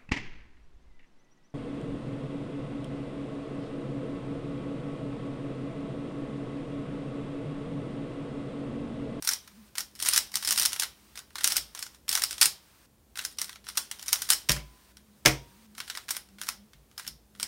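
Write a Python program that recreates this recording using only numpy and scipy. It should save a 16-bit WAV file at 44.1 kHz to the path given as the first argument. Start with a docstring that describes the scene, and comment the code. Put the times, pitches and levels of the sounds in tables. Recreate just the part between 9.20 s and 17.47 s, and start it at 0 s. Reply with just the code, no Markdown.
"""Puzzle cube over a desk

Hands twist a plastic cube fast in a small quiet room, over a faint hum, rumble and hiss.
Its hollow pieces ring in short clacks and rattle as the layers slide, faintly shaking the wooden desk.
Wrists bump the desk softly, stirring its low modes; twice the cube knocks on it with a ringing thud."""
import sys
import numpy as np
from scipy import signal
from scipy.fft import rfft, irfft, next_fast_len
from scipy.io import wavfile
from scipy.ndimage import uniform_filter1d

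SR = 44100
rng = np.random.default_rng(int(sys.argv[2]) if len(sys.argv) > 2 else 0)


def persist_wave(psi):
    """Save psi, clipped to +-1, as 16-bit WAV."""
    counts = np.round(np.clip(psi, -1, 1) * 32767).astype(np.int16)
    wavfile.write(sys.argv[1], SR, np.atleast_2d(counts).T)


N = 364707

# tone of the rumble: freq_hz, gain_db
RUMBLE_SPECTRUM = [(35, -12), (60, 2.5), (100, -9.5), (135, -7.5), (175, -11), (320, -11), (400, -13.5),
                   (2000, -30)]
# rounded swells of the hum: centre_s, half_span_s, peak_db
HUM_SWELLS = [(.03, 0.12, -72), (0.403, 0.14, -58), (.7, 0.27, -68.5), (1.177, 0.16, -63), (1.35, .14, -60),
              (1.87, .2, -71.5), (2.305, 0.15, -67), (4.24, 0.11, -65), (4.58, 0.24, -71),
              (5.858, .36, -66.5), (6.449, .5, -63), (7.184, .18, -60), (7.42, 0.14, -58),
              (7.885, 0.13, -64), (8.194, 0.2, -62)]
# tone of the hiss: freq_hz, gain_db
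HISS_SPECTRUM = [(300, -15), (1000, 4.5), (3000, 0.5), (5500, 0), (7500, -4.5), (9000, 0.5), (10500, -7),
                 (15500, -2.5)]
# where the hiss rests between lifts: time_s, level_db
HISS_FLOOR = [(0, -67), (2.1, -68.5), (2.8, -74), (4.4, -80), (5.9, -68.5), (7.1, -68.5), (8.1, -74.5)]
# piece striking piece: start_s, strength_db
STRIKES = [(0.023, -28), (0.0476, -26.5), (0.0733, -15.5), (0.0891, -11.5), (0.1338, -18), (0.2753, -41),
           (0.5531, -32), (0.5811, -18), (0.605, -22.5), (0.7517, -39), (0.7905, -35.5), (0.7998, -27),
           (0.8243, -17), (0.8492, -23.5), (0.858, -19.5), (0.8714, -23), (0.8858, -9.5), (0.9345, -13),
           (0.9608, -12), (0.9767, -7.5), (1.1175, -37.5), (1.1403, -26), (1.155, -13.5), (1.1695, -22.5),
           (1.2253, -27.5), (1.248, -19.5), (1.2737, -17), (1.288, -16), (1.3074, -12), (1.324, -15.5),
           (1.359, -22.5), (1.3759, -14.5), (1.3968, -11.5), (1.4217, -16), (1.4303, -17.5), (1.452, -13.5),
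           (1.4576, -11), (1.5202, -30.5), (1.5302, -19), (1.5616, -27.5), (1.5968, -13.5), (1.621, -19.5),
           (1.6323, -20.5), (1.955, -37.5), (1.974, -30), (1.99, -31.5), (2.105, -49.5), (2.155, -26),
           (2.1825, -27.5), (2.2081, -27.5), (2.2422, -9.5), (2.2746, -11), (2.3202, -16), (2.3591, -22),
           (2.366, -11.5), (2.38, -20), (2.5484, -29.5), (2.5743, -35), (2.5905, -28), (2.6255, -22.5),
           (2.6642, -35.5), (2.7458, -45), (2.8804, -30.5), (2.891, -13.5), (2.9142, -23), (2.927, -17),
           (2.9515, -11.5), (2.9739, -19), (3.0194, -18), (3.0364, -11.5), (3.1083, -23.5), (3.1282, -25.5),
           (3.1804, -29), (3.2123, -8.5), (3.2201, -11.5), (3.2283, -7.5), (3.256, -9), (3.9554, -36),
           (3.973, -27), (3.9902, -22.5), (4.0225, -38), (4.0494, -19), (4.1852, -22.5), (4.215, -17),
           (4.2431, -28.5), (4.2929, -31.5), (4.3288, -37), (4.3574, -37), (4.4415, -46), (4.467, -35),
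           (4.4866, -27), (4.499, -34), (4.5538, -42.5), (4.5721, -15), (4.5776, -15), (4.7126, -22.5),
           (4.7938, -35), (4.8258, -30.5), (4.8602, -34), (4.8808, -20.5), (4.9289, -7.5), (4.9568, -25.5),
           (5.0192, -19), (5.09, -24.5), (5.102, -5.5), (5.1324, -13), (5.2882, -20), (5.2932, -9),
           (5.317, -13), (5.3647, -31), (5.769, -40.5), (6.0511, -22), (6.0587, -3), (6.0812, -17.5),
           (6.55, -45), (6.5798, -31), (6.602, -24), (6.6778, -35), (6.6989, -24), (6.7504, -29),
           (6.7725, -24.5), (6.8826, -35), (6.8885, -26.5), (6.9059, -19), (6.9478, -34), (6.9659, -24),
           (7.0873, -50.5), (7.1841, -42), (7.214, -24), (7.2336, -31), (7.268, -34), (7.2873, -16.5),
           (7.5325, -45), (7.713, -50.5), (7.7777, -29), (7.7957, -30), (7.849, -39.5), (7.8659, -34),
           (7.876, -24), (8.15, -46.5), (8.1981, -26), (8.2282, -17)]
# hollow body of a piece: pitch_hz, width_hz, gain_db
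DULL_RESONANCES = [(1100, 810, -4.5), (1486, 220, 2), (1930, 700, -5.5), (3300, 1700, -5.5)]
# bright snap of a piece: pitch_hz, width_hz, gain_db
BRIGHT_RESONANCES = [(4340, 240, -17), (5508, 610, 12), (6910, 1700, 1.5), (8880, 810, 6.5),
                     (9600, 590, -1.5), (11540, 1700, -6), (13700, 25000, -5)]
# slow drift of body against snap for a medium strike: time_s, dullness_db
DULLNESS_DRIFT = [(0, -13.5), (1.45, -12), (2, -6.5), (3.1, -11.5), (4.2, -6), (5.3, -12), (6.6, -2),
                  (8.27, -9.5)]
# the desk and things on it, struck at two spots: pitch_hz, spot_0_db, spot_1_db, t60_s
DESK_MODES = [(55, -4, -9, .5), (134, -8, -8, .33), (147, -2, -14, .3), (205, -7, -8, .2),
              (314, -13, 1, .2), (451, -19, -6, .2), (578, -18, -3, .15), (720, -20, -10, .2),
              (942, -50, -24, .86), (1007, -21, -50, .9)]
# decay of the room by band: freq_hz, t60_s
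ROOM_DECAY = [(300, 0.48), (1300, .2), (3500, 0.29), (9000, 0.19), (15000, 0.21)]
# wrists landing on the desk: start_s, blow_db, spot (0 or 1)
WRIST_BUMPS = [(2.358, -40, 1), (7.269, -52, 0), (7.541, -46, 0), (7.89, -45, 0)]
# cube meeting the desk, in two clusters: start_s, blow_db, spot (0 or 1)
CUBE_KNOCKS = [(5.292, -26, 0), (5.361, -39, 0), (6.052, -23, 1), (6.060, -18, 1), (6.082, -35, 1)]
# dense upper modes of the desk top: freq_hz, gain_db
THUD_SPECTRUM = [(300, 2.5), (1200, 2), (2150, 5), (3300, -4), (5000, -26.5)]


def amp(db):
    return 10 ** (np.asarray(db) / 20)


def unit_rms(x):
    return x / np.sqrt(np.mean(x ** 2) + 1e-20)


def curve_at(points, hz):
    """Read a curve along a log frequency axis."""
    point_hz, value = np.transpose(points)
    return np.interp(np.log(hz + 1), np.log(point_hz + 1), value)


def add(mix, start_s, sound):
    part = mix[..., max(round(start_s * SR), 0):][..., :sound.shape[-1]]
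    part += sound[..., :part.shape[-1]]


def coloured_noise(spectrum):
    """Steady noise with the given tone, rms 1."""
    size = next_fast_len(N, True)
    gain = amp(curve_at(spectrum, np.fft.rfftfreq(size, 1 / SR)))
    return unit_rms(irfft(rfft(rng.standard_normal(size)) * gain, size)[:N])


def wander(top_hz):
    """Slow random drift, rms 1."""
    t = np.arange(0, N, 256) / SR
    sines = sum(np.sin(2 * np.pi * (hz * t + rng.random())) for hz in np.geomspace(top_hz / 12, top_hz, 24))
    return np.interp(np.arange(N) / SR, t, unit_rms(sines))


def rumble(clatter):
    """A low bed that grows with the clatter as the arms shake the desk."""
    activity = unit_rms(np.sqrt(abs(uniform_filter1d(abs(clatter), SR // 5))))
    return amp(-63.5 + 2.1 * activity) * coloured_noise(RUMBLE_SPECTRUM)


def hum(pitch_hz=213, bend_hz=18):
    """A faint wavering tone; each swell starts flat and bends up to pitch."""
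    level, flat_hz = np.full(N, amp(-75.5)), np.zeros(N)
    for centre_s, half_span_s, peak_db in HUM_SWELLS:
        position = np.linspace(-1, 1, round(half_span_s * 2 * SR))
        add(level, centre_s - half_span_s, amp(peak_db) * np.exp(-(2.5 * position) ** 2))
        add(flat_hz, centre_s - half_span_s, bend_hz * np.exp(-((position + 0.32) / 0.23) ** 2))
    cycles = np.cumsum(pitch_hz - flat_hz + 6 * wander(6) + 9 * wander(40)) / SR
    return level * amp(2.5 * wander(8)) * np.sqrt(2) * np.sin(2 * np.pi * cycles)


def hiss(hard_db=-16.2, lifted_db=-61.5, hold_s=0.407):
    """Faint hiss that jumps up and holds for a moment after each hard strike."""
    level_db = np.interp(np.arange(N) / SR, *np.transpose(HISS_FLOOR))
    for start_s, strength_db in STRIKES:
        if strength_db > hard_db:
            level_db[round(start_s * SR):round((start_s + hold_s) * SR)] = lifted_db
    return amp(uniform_filter1d(level_db, 400)) * coloured_noise(HISS_SPECTRUM)


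def shell(modes, size, spread_db, detune):
    """Spectrum of one hollow piece: each weights and tunes the modes a little differently."""
    hz = np.fft.rfftfreq(size, 1 / SR)
    pitch_hz, width_hz, gain_db = np.transpose(modes)[:, :, None]
    gain_luck, pitch_luck = rng.standard_normal((2, len(modes), 1))
    tuned_hz = pitch_hz * (1 + detune * pitch_luck)
    peaks = amp(gain_db + spread_db * gain_luck) / (1 + 2j * (hz - tuned_hz) / width_hz)
    return peaks.sum(0) * (1j * hz / (1j * hz + 950)) ** 3  # too small to radiate bass


def clack(dull_db, low_mode_ratio=1, size=1024):
    """A few ms of chattering contact ring the pieces; rows: toward the microphone, all round."""
    t = np.arange(size) / SR
    decay_s = .0032 * np.exp(.2 * rng.standard_normal())
    contact = np.minimum(t / 0.001, 1) ** 1.8 * np.exp(-t / decay_s)
    chatter = rfft(contact * rng.standard_normal((2, size)))
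    dull = shell(np.multiply(DULL_RESONANCES, [low_mode_ratio, 1, 1]), size, spread_db=3, detune=.05)
    bright = shell(BRIGHT_RESONANCES, size, spread_db=3, detune=.03)
    dull *= amp(dull_db + 1) / np.linalg.norm(dull)
    bright /= np.linalg.norm(bright)
    direct = irfft(chatter[0] * dull + chatter[1] * bright)
    direct /= direct[20:110].std()  # the attack sets the level
    all_round = irfft(dull + bright)  # the chatter's notches average out over directions
    return np.array([direct, all_round * np.linalg.norm(direct) / np.linalg.norm(all_round)])


def clacks(medium_db=-20, on_desk_db=20):
    """Pieces collide, brighter when hit harder; against the desk their dull modes ring louder and higher."""
    out = np.zeros((2, N))
    start_s, strength_db = np.transpose(STRIKES)
    on_desk = abs(start_s[:, None] - np.transpose(CUBE_KNOCKS)[0]).min(1) < .005
    chance_db = 6 * rng.standard_normal(len(start_s))
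    dull_db = np.interp(start_s, *np.transpose(DULLNESS_DRIFT)) - .5 * (strength_db - medium_db)
    dull_db += np.where(on_desk, on_desk_db, chance_db)
    for k in range(len(start_s)):
        hit = clack(dull_db[k], low_mode_ratio=1.6 if on_desk[k] else 1)
        add(out, start_s[k], amp(strength_db[k] - 5) * hit)
    return out


def sliding(between_s, lead_s):
    """Envelope of a layer moving between close strikes and just before each one."""
    start_s, strength_db = np.transpose(STRIKES)
    t = np.arange(0, N, 32) / SR
    since_s = t[:, None] - start_s
    after = (amp(strength_db) * np.exp(-abs(since_s) / between_s) * (since_s >= 0)).max(1)
    before = (amp(strength_db) * np.exp(-abs(since_s) / between_s) * (since_s < 0)).max(1)
    lead_in = (amp(strength_db) * np.exp(-abs(since_s) / lead_s) * (since_s < 0)).max(1)
    motion = np.minimum(after, before) + .4 * np.minimum(lead_in, 10 * after)
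    return np.interp(np.arange(N) / SR, t, motion)


def rattle(ticks_per_s=300, pieces=8):
    """Loose pieces tick at random over a scrape while a layer slides."""
    strength = amp(3.5 * np.minimum(rng.exponential(1, N), 4))
    taps = strength * (rng.random(N) < ticks_per_s / SR)
    piece = rng.integers(0, pieces, N)
    ticks = sum(signal.oaconvolve(taps * (piece == k), clack(dull_db=-6)[0])[:N] for k in range(pieces))
    body = irfft(shell(DULL_RESONANCES + BRIGHT_RESONANCES, 1024, spread_db=0, detune=0))
    scrape = signal.oaconvolve(rng.standard_normal(N), body)[:N]
    texture = unit_rms(ticks) + 0.41 * unit_rms(scrape)
    return amp(-15.5) * sliding(between_s=0.028, lead_s=0.0061) * texture


def shaken_desk():
    """Every strike in the hand rings the desk a little, damped by the arms."""
    jolts, t = np.zeros(N), np.arange(SR // 2) / SR
    start_s, strength_db = np.transpose(STRIKES)
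    jolts[np.round(start_s * SR).astype(int)] = amp(strength_db - 42) * rng.standard_normal(len(start_s))
    ring = sum(amp(gain_db - 90 * t / t60_s) * np.sin(2 * np.pi * hz * t)
               for hz, _, gain_db, t60_s in DESK_MODES)
    return signal.oaconvolve(jolts, ring)[:N]


def wall_echo(sound, delay_s=.0098, gain_db=-12):
    """A wall throws back one clear slap."""
    echo = np.zeros(N)
    add(echo, delay_s, amp(gain_db) * sound)
    return echo


def room(sound, crossfade_hz=4.3):
    """Sparse reflections, each band dying at its own speed; three tails crossfade steadily for smoothness."""
    out, phase = np.zeros(N), 2 * np.pi * crossfade_hz * np.arange(N) / SR
    for k in range(3):
        taps = np.zeros(SR // 2)
        slots = np.arange(150, SR // 2 - 10, 10)
        taps[slots + rng.integers(0, 10, len(slots))] = rng.choice([-1., 1.], len(slots))
        hz, t, bands = signal.stft(taps, SR, nperseg=256)
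        decay = amp(-60 * t / curve_at(ROOM_DECAY, hz)[:, None])
        tail = signal.istft(bands * decay, SR, nperseg=256)[1]
        send = np.sqrt(2 / 3) * np.cos(phase + k * np.pi / 3)
        out += signal.fftconvolve(sound * send, tail / np.linalg.norm(tail))[:N]
    return out


def wrist_bumps(attack_s=0.028, cutoff_hz=170):
    """A soft blow builds slowly and reaches only the desk's low modes."""
    out, t = np.zeros(N), np.arange(SR) / SR
    for start_s, blow_db, spot in WRIST_BUMPS:
        ring = sum(amp(spot_db[spot] - 60 * t / t60_s) * np.sin(2 * np.pi * hz * t)
                   / (1 + (hz / cutoff_hz) ** 4) for hz, *spot_db, t60_s in DESK_MODES)
        add(out, start_s, amp(blow_db) * np.minimum(t / attack_s, 1) * ring)
    return out


def cube_knocks(attack_s=0.0045, thud_t60_s=0.13):
    """The cube rings the desk's modes, weighted by the spot struck, over a short noisy thud."""
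    rings, thuds, t = np.zeros(N), np.zeros(N), np.arange(SR) / SR
    for start_s, blow_db, spot in CUBE_KNOCKS:
        blow = amp(blow_db) * np.minimum(t / attack_s, 1)
        ring = sum(amp(spot_db[spot] - 60 * t / t60_s) * np.cos(2 * np.pi * hz * t)
                   for hz, *spot_db, t60_s in DESK_MODES)
        add(rings, start_s, blow * ring)
        add(thuds, start_s, blow * amp(-60 * t / thud_t60_s) * coloured_noise(THUD_SPECTRUM)[:SR])
    return rings, thuds


def scene():
    """Mono mix of cube, desk and bed; only the clatter and thuds feed the reflections."""
    clatter, all_round = clacks() + rattle()
    rings, thuds = cube_knocks()
    reflections = wall_echo(clatter + thuds) + amp(-7.5) * room(all_round + thuds)
    desk = shaken_desk() + wrist_bumps() + rings + thuds
    bed = rumble(clatter) + hum() + hiss()
    return (clatter + desk + reflections + bed)[None]


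def record(dry, low_cut_hz=38, high_cut_hz=15900):
    """The microphone drops the deepest bass; a steep filter trims the very top."""
    thinned = signal.sosfilt(signal.butter(3, low_cut_hz, "high", fs=SR, output="sos"), dry)
    lowpass = signal.firwin(255, high_cut_hz, window=("kaiser", 9), fs=SR)
    return signal.oaconvolve(thinned, lowpass[None], "same")


dry = scene()
out = record(dry)
persist_wave(out)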